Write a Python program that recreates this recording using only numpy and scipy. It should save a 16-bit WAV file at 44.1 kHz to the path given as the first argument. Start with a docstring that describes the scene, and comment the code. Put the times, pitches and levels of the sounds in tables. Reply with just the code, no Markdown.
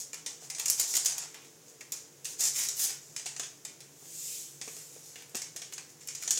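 """Paper rustles and crystals slosh as a small sachet is shaken down in a tiled kitchen.
Its creases buckle in short clusters of snaps, and fingers knock the packet. Fibres rip as the top is
torn off, fine crystals hiss into a bowl, and the packet is flicked empty.
The hard walls reverberate after each crinkle, over the low hum of an appliance."""
import sys
import numpy as np
from scipy import signal
from scipy.fft import rfft, irfft
from scipy.io import wavfile
from scipy.ndimage import uniform_filter1d

SR = 44100
rng = np.random.default_rng(int(sys.argv[2]) if len(sys.argv) > 2 else 0)


def int16_out(signal):
    """Quantize to a 16-bit WAV file."""
    q = np.round(np.clip(np.atleast_2d(signal).T, -1, 1) * 32767)
    wavfile.write(sys.argv[1], SR, q.astype(np.int16))


N = 282195
T = np.arange(N) / SR


def gain_of(db):
    """Amplitude grows tenfold for every 20 dB."""
    return 10 ** (np.asarray(db) / 20)

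def unit_rms(x):
    """Normalisation to unit mean power."""
    return x / np.sqrt(np.mean(x ** 2) + 1e-20)

def curve_at(points, hz):
    """Interpolation on a logarithmic frequency axis."""
    point_hz, value = np.transpose(points)
    return np.interp(np.log(hz + 1), np.log(point_hz + 1), value)

def add(mix, start_s, sound):
    """Superposition: a sound adds to the mix from its start time."""
    part = mix[..., max(round(start_s * SR), 0):][..., :sound.shape[-1]]
    part += sound[..., :part.shape[-1]]

def minimum_phase(points, size=2048):
    """Causality: the Hilbert transform of the log gain sets the phase. Returns frequencies and gains."""
    log_gain = np.log(gain_of(curve_at(points, abs(np.fft.fftfreq(size, 1 / SR)))))
    gains = np.exp(signal.hilbert(log_gain).conj())
    return np.fft.rfftfreq(size, 1 / SR), gains[:size // 2 + 1]

def filtered(x, gains):
    """Convolution with an impulse response of unit energy."""
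    taps = irfft(gains)
    lead = len(taps) // 64
    return signal.oaconvolve(x, np.roll(taps, lead) / np.linalg.norm(taps))[lead:][:N]

def swell(peak_s, rise_s, fall_s, hold_s=0):
    """Envelope of a movement: Gaussian rise, hold, exponential decay; rise and fall each span 20 dB."""
    before = np.maximum(peak_s - T, 0) / rise_s
    after = np.maximum(T - peak_s - hold_s, 0) / fall_s
    return 10 ** -np.minimum(before ** 2 + after, 10)

def snaps(samples, per_s, spread_db=2.0):
    """Shot noise: random impulses of either sign, many small and a few large."""
    chance, size, sign = rng.random((3, samples))
    size_db = spread_db * np.minimum(-np.log(1 - size), 4)
    return unit_rms((chance < per_s / SR) * gain_of(size_db) * np.sign(sign - .5))

def friction(strokes, per_s, catch_db):
    """Stick-slip friction: fibres snap as paper catches and slips, driving body, crackle and air bands."""
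    power = sum(np.outer(gain_of([db + body_db, db, db + air_db]) ** 2, envelope ** 2)
                for envelope, db, body_db, air_db in strokes)
    catching = unit_rms(uniform_filter1d(rng.standard_normal(N), 260))
    fibres = unit_rms(snaps(N, per_s) * gain_of(catch_db * catching))
    return fibres * np.sqrt(power)

# Each row: peak time in seconds, relative level in dB, rise and fall in seconds, body band offset in dB.
SLIDE_STROKES = [(0, -33.5, .02, .06, -24.5), (.455, -46, 0.073, .05, -14.5), (.8, -31, 0.033, .12, -18),
                 (.9, -32, .04, 0.057, -24), (.965, -31.5, 0.078, 0.04, -25),
                 (1.08, -35.5, 0.049, 0.17, -12), (1.23, -46, 0.13, 0.079, -6),
                 (1.36, -56, 0.038, 0.1, 2.5), (1.46, -57, 0.035, 0.079, -13),
                 (1.7, -51.5, 0.049, 0.028, -18), (1.96, -46, 0.03, 0.061, -19),
                 (3.06, -54.5, .1, 0.65, -21), (3.46, -53, .05, 0.049, -6.5),
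                 (4.93, -52.5, 0.04, 0.22, -15), (5.09, -50, 0.11, 0.091, -25),
                 (5.2, -51.5, 0.076, 0.056, -6.5), (5.39, -53, 0.049, 0.089, -28),
                 (5.9, -52.5, 0.017, 0.042, -32), (6.02, -48.5, 0.023, .07, -12.5),
                 (6.24, -41, 0.049, .1, -13), (6.39, -40, .07, .1, -19)]
def handling(settle_db=-17.5, settle_rise_s=0.018, settle_fall_s=0.12, usual_crinkle_db=-28.5):
    """Sliding friction: the paper rustles in the hand and settles after each crinkle."""
    settles, strokes = [], []
    for s, db, _, _ in CREASE_SNAPS:
        body_db = -10.5 - 0.55 * (db - usual_crinkle_db)  # a weaker crinkle settles with a fuller sound
        settles.append((s + settle_rise_s, db + settle_db, settle_rise_s, settle_fall_s, body_db))
    for s, db, rise_s, fall_s, body_db in SLIDE_STROKES + settles:
        air_db = -13 - 0.33 * (body_db + 13)  # limp paper is full and dull, taut paper thin and bright
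        strokes.append((swell(s, rise_s, fall_s), db, body_db, air_db))
    return gain_of(-3.5) * friction(strokes, per_s=1600, catch_db=1.3)

# Each row: frequency in Hz, relative spectral density in dB.
PAPER_SPECTRUM = [(120, -45), (250, -30.5), (450, -24.5), (760, -20.5), (1120, -24.5), (2160, -18),
                  (3000, -15.5), (4000, -10.5), (5800, 2), (7060, 4.5), (8400, -3.5), (10400, -15),
                  (15200, -18), (16200, -27)]
def paper(drive, body_hz=3000, air_hz=10000, delay_per_octave_s=0.00051):
    """Radiation from a sheet: panels give the low body, creases the crackle, fibres the high air."""
    hz, colour = minimum_phase(PAPER_SPECTRUM)
    # dispersion: bending waves carry the treble fastest
    delay_s = delay_per_octave_s * np.clip(np.log2(air_hz / (hz + 1)), 0, 2)
    colour = colour * np.exp(-2j * np.pi * np.cumsum(delay_s) * hz[1])
    body = 1 / (1 + (hz / body_hz) ** 6)
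    air = 1 - 1 / (1 + (hz / air_hz) ** 16)
    crackle = 1 - body - air
    return sum(filtered(x, colour * band) for x, band in zip(drive, (body, crackle, air)))

def slosh(push, low_hz=650, high_hz=1250, until_s=2.1):
    """Band-limited noise: shaken crystals rush against the sealed sachet's walls with a hollow sound."""
    band = signal.butter(3, [low_hz, high_hz], "band", fs=SR, output="sos")
    bandwidth_gain = np.sqrt(SR / 2 / (high_hz - low_hz))
    return gain_of(-7) * bandwidth_gain * signal.sosfilt(band, push * (T < until_s))

# Each row: frequency in Hz, time to decay by 60 dB in seconds.
REVERB_TIMES = [(200, 0.15), (1000, 0.37), (2500, 0.36), (6500, 0.35), (10000, 0.21), (15000, 0.44)]
# Each row: frequency in Hz, relative level of the reverberation in dB.
REVERB_LEVELS = [(200, -13), (1500, -0.5), (4000, 0), (6700, -1), (10000, 3), (15000, -16)]
def echoes(near_db=-8.0, near_fade_s=0.0032, first_s=.004, count=14000):
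    """Impulse response: early reflections off bowl and counter, then tile echoes decaying band by band."""
    taps = np.zeros(SR)
    taps[round(first_s * SR) + rng.integers(0, count * 2, count)] = rng.choice([-1., 1.], count)
    hz, t, bands = signal.stft(taps, SR, nperseg=256)
    decay = gain_of(-60 * t / curve_at(REVERB_TIMES, hz)[:, None])
    decay *= gain_of(curve_at(REVERB_LEVELS, hz))[:, None] / np.linalg.norm(decay, axis=1, keepdims=True)
    tail = signal.istft(bands * decay, SR)[1][:SR]
    tail /= np.sqrt(np.mean(taps[:count] ** 2) * (len(hz) - 1))
    near = rng.standard_normal(SR) * np.exp(-T[:SR] / near_fade_s)
    return tail + gain_of(near_db) * near / np.linalg.norm(near)

def kitchen(x, turns_per_s=1.7, positions=6):
    """Reverberation of a moving source: as the hand moves, one echo pattern fades into the next."""
    place = (T * turns_per_s * positions - np.arange(positions)[:, None]) % positions
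    shares = np.sin(np.pi / 2 * np.minimum(place, 2))
    return x + sum(signal.oaconvolve(x * share, echoes())[:N] for share in shares)

# Each row: frequency in Hz, relative spectral density in dB.
ROOM_SPECTRUM = [(25, -25), (70, -18), (100, -8.5), (150, -10), (200, -6.5), (450, -4), (700, -10),
                 (1200, -14), (2500, -14.5), (4200, -16), (6600, -5.5), (8400, -13.5), (12500, -18.5),
                 (16000, -18.5)]
# Each row: centre frequency in Hz, level in dB, width in Hz.
HUM_LINES = [(112.8, -77.5, 4.4), (140.6, -68.5, 11.6), (158.5, -71, 9.1), (291, -75.5, 12),
             (341.6, -74, 7.5), (380, -75.5, 6.9), (441.7, -72.5, 14), (483, -75, 5.7)]
def room_noise_and_hum(room_db=-57.5):
    """Broadband room noise sounds steady; an appliance's hum wavers because its noise bands are narrow."""
    def noise(gains):
        return unit_rms(irfft(rfft(rng.standard_normal(N)) * gains, N))
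    hz = np.fft.rfftfreq(N, 1 / SR)
    room = gain_of(room_db) * noise(gain_of(curve_at(ROOM_SPECTRUM, hz)))
    hum_power = sum(gain_of(db) ** 2 / width * np.exp(-(2 * (hz - centre) / width) ** 2)
                    for centre, db, width in HUM_LINES)
    hum_gain = np.linalg.norm(gain_of([db for _, db, _ in HUM_LINES]))
    return room + hum_gain * noise(np.sqrt(hum_power))

# Each row: start in seconds, relative level in dB, body and air band offsets in dB.
CREASE_SNAPS = [(.1316, -36, -9.5, -11), (.1423, -35.5, -11, -9), (.2619, -26.5, -13, -17),
                (.5006, -30.5, -11.5, -10), (.5484, -30.5, -21, -22), (0.5831, -34, -8.5, -12),
                (0.596, -26, -12, -5.5), (.6576, -23, -17, -8), (.6814, -22.5, -32, -10),
                (.6996, -18.5, -26.5, 0.5), (.7976, -20.5, -16, -1.5), (.8109, -31, -24, -1),
                (0.9382, -26.5, -13.5, -15), (0.9532, -21, -19.5, -8), (.967, -18.5, -25, -6.5),
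                (1.048, -29, -17, -3), (1.058, -17.5, -20.5, -9), (1.1806, -27.5, -20, -6.5),
                (1.3438, -45, -1.5, -3), (1.8076, -41.5, -3.5, -7), (1.921, -25.5, -21, -7.5),
                (2.2456, -35, -22, -7), (2.2524, -28.5, -15.5, -16), (2.4074, -25.5, -30, -4),
                (2.5611, -27, -19, -11), (2.6863, -23.5, -24, -10), (2.8466, -25.5, -21, -7),
                (3.1632, -27, -15.5, -18), (3.196, -38, -8, -27), (3.258, -33, -26, -23),
                (3.2625, -29.5, -10.5, -16), (3.3638, -35, -10, -24), (3.3963, -28.5, -8.5, -14),
                (3.4327, -36, -6, -27), (3.6499, -33.5, -12, -11), (3.8051, -41, -12.5, -10),
                (4.614, -30.5, -12, -26), (4.6783, -39, -8, -12), (4.7654, -40, -15.5, -7),
                (5.157, -44, -1.5, -7), (5.2214, -52.5, 3, 2), (5.2945, -51, -19, 1),
                (5.3473, -35.5, -4, -21), (5.3534, -30.5, -14.5, -4.5), (5.3677, -30.5, -17, -9),
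                (5.4177, -30, -16, -14), (5.562, -32.5, -11, -9), (5.6178, -34.5, -9.5, -13),
                (5.7234, -42.5, -0.5, -4), (5.7342, -35.5, -31, -8), (5.7798, -36, -6.5, -14),
                (6.0729, -38, -18, 0.5), (6.0848, -30.5, -13, -28), (6.15, -33, -15, -11),
                (6.224, -36, -7, -5), (6.2762, -26, -13, -20), (6.307, -17, -21, -11.5),
                (6.3734, -23, -18, -27)]
def crinkles(fade_s=0.0068, air_fade_s=0.034, panel_hz=(2110, 3860), tick_count=16, samples=4096):
    """Buckling: a crease gives way with one snap and a dying avalanche of smaller ones."""
    drive, t = np.zeros((3, N)), T[:samples]
    ticks = [(s, -54.5, -3.5, -6) for s in rng.uniform(0, T[-1], tick_count)]  # faint, under the fingers
    decay = np.exp(-t / fade_s)
    for s, db, body_db, air_db in ticks + CREASE_SNAPS:
        burst = snaps(samples, per_s=6000) * decay
        burst[0] += 2.5  # the opening snap
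        burst *= np.linalg.norm(decay) / np.linalg.norm(burst)
        panel = signal.iirpeak(rng.uniform(*panel_hz), Q=6.3, fs=SR)  # flat paper beside the crease rings
        body = gain_of(body_db) * (burst + signal.lfilter(*panel, burst))
        air = gain_of(air_db - 0.5) * burst * np.exp(-t / air_fade_s)  # the first snaps are the brightest
        add(drive, s, gain_of(db - 2) * np.array([body, burst, air]))
    return drive

# Each row: start in seconds, relative level in dB, pitch in Hz, cycles to decay by 1/e.
FINGER_KNOCKS = [(.134, -46, 520, 1.8), (.423, -45.5, 620, 2.8), (.796, -45, 453, 2.3),
                 (1.056, -42, 720, 2.6), (2.848, -40, 390, 2.1), (3.258, -44.5, 730, 9),
                 (3.396, -41.5, 690, 5.5), (4.025, -48, 425, 2.3), (4.614, -46, 346, 2.2),
                 (4.676, -39, 450, 3.2), (4.767, -48.5, 404, 2.2), (4.963, -45.5, 450, 3.1),
                 (5.344, -36.5, 227, 1.6), (5.347, -41, 367, 3.3), (5.556, -46, 361, 2.6),
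                 (6.372, -43.5, 530, 2.7)]
def knocks(puff_gain=0.59, low_hz=150, samples=4000):
    """Damped oscillation: a fingertip pops the packet with a puff of air; so small a source lacks bass."""
    pops, t = np.zeros(N), T[:samples]
    for s, db, hz, cycles in FINGER_KNOCKS:
        band = signal.butter(2, [hz / 2, hz * 2], "band", fs=SR)
        puff = puff_gain * unit_rms(signal.lfilter(*band, rng.standard_normal(samples)))
        decay = np.exp(-t * hz / cycles)
        add(pops, s, gain_of(db - 2) * decay * (np.sin(2 * np.pi * hz * t) + puff))
    return signal.lfilter(*signal.butter(4, low_hz, "high", fs=SR), pops)

# Each row: start of the hold and its length in seconds, relative level in dB, rise in seconds,
# body and air band offsets in dB.
TEARING_PULLS = [(2.259, 0.058, -41.5, 0.017, -15, -7.5), (2.422, 0.051, -25.5, 0.037, -18.5, -10),
                 (2.586, 0.053, -29, 0.066, -14, -7), (2.824, 0.024, -28, 0.071, -16.5, -2.5),
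                 (2.89, 0.011, -35, 0.018, -8, -9)]
def ripping(release_s=0.063):
    """Fracture, fibre by fibre: each pull builds up, runs along the top edge and lets go."""
    strokes = [(swell(s, rise_s, release_s, hold_s), db, body_db, air_db)
               for s, hold_s, db, rise_s, body_db, air_db in TEARING_PULLS]
    return gain_of(-5) * friction(strokes, per_s=2400, catch_db=1.2)

# Each row: frequency in Hz, relative spectral density in dB.
CRYSTAL_SPECTRUM = [(710, -63), (1200, -27), (1380, -31), (2590, -14), (2830, -13), (4170, -10.5),
                    (7100, 2.5), (10100, -9.5), (14400, -7.5), (16000, -15)]
# The main pour, then the dregs. Each row: peak time in seconds, relative level in dB,
# rise and fall in seconds.
CRYSTAL_GUSHES = [(4.349, -40.5, 0.37, 0.25), (4.74, -48.5, 0.15, 0.57)]
def pour():
    """Granular flow: thousands of tiny impacts on paper and bowl merge into a hiss."""
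    grains = snaps(N, per_s=18000, spread_db=1.0)
    power = sum((gain_of(db) * swell(s, rise_s, fall_s)) ** 2 for s, db, rise_s, fall_s in CRYSTAL_GUSHES)
    _, colour = minimum_phase(CRYSTAL_SPECTRUM)
    return gain_of(-0.5) * np.sqrt(power) * filtered(grains, colour)

def scene():
    """Superposition: the sachet and its crystals reverberate in the kitchen, over room noise and hum."""
    rustle = handling()
    rustle_body = rustle[0]
    sachet = paper(crinkles() + rustle + ripping()) + slosh(rustle_body) + knocks()
    return (kitchen(sachet + pour()) + room_noise_and_hum())[None]

def record(dry, cutoff_hz=16000):
    """Band limiting: a linear-phase low-pass filter removes the highest treble."""
    low_pass = signal.firwin(511, cutoff_hz, window=("kaiser", 9), fs=SR)
    return signal.oaconvolve(dry, low_pass[None], "same")


dry = scene()
out = record(dry)
int16_out(out)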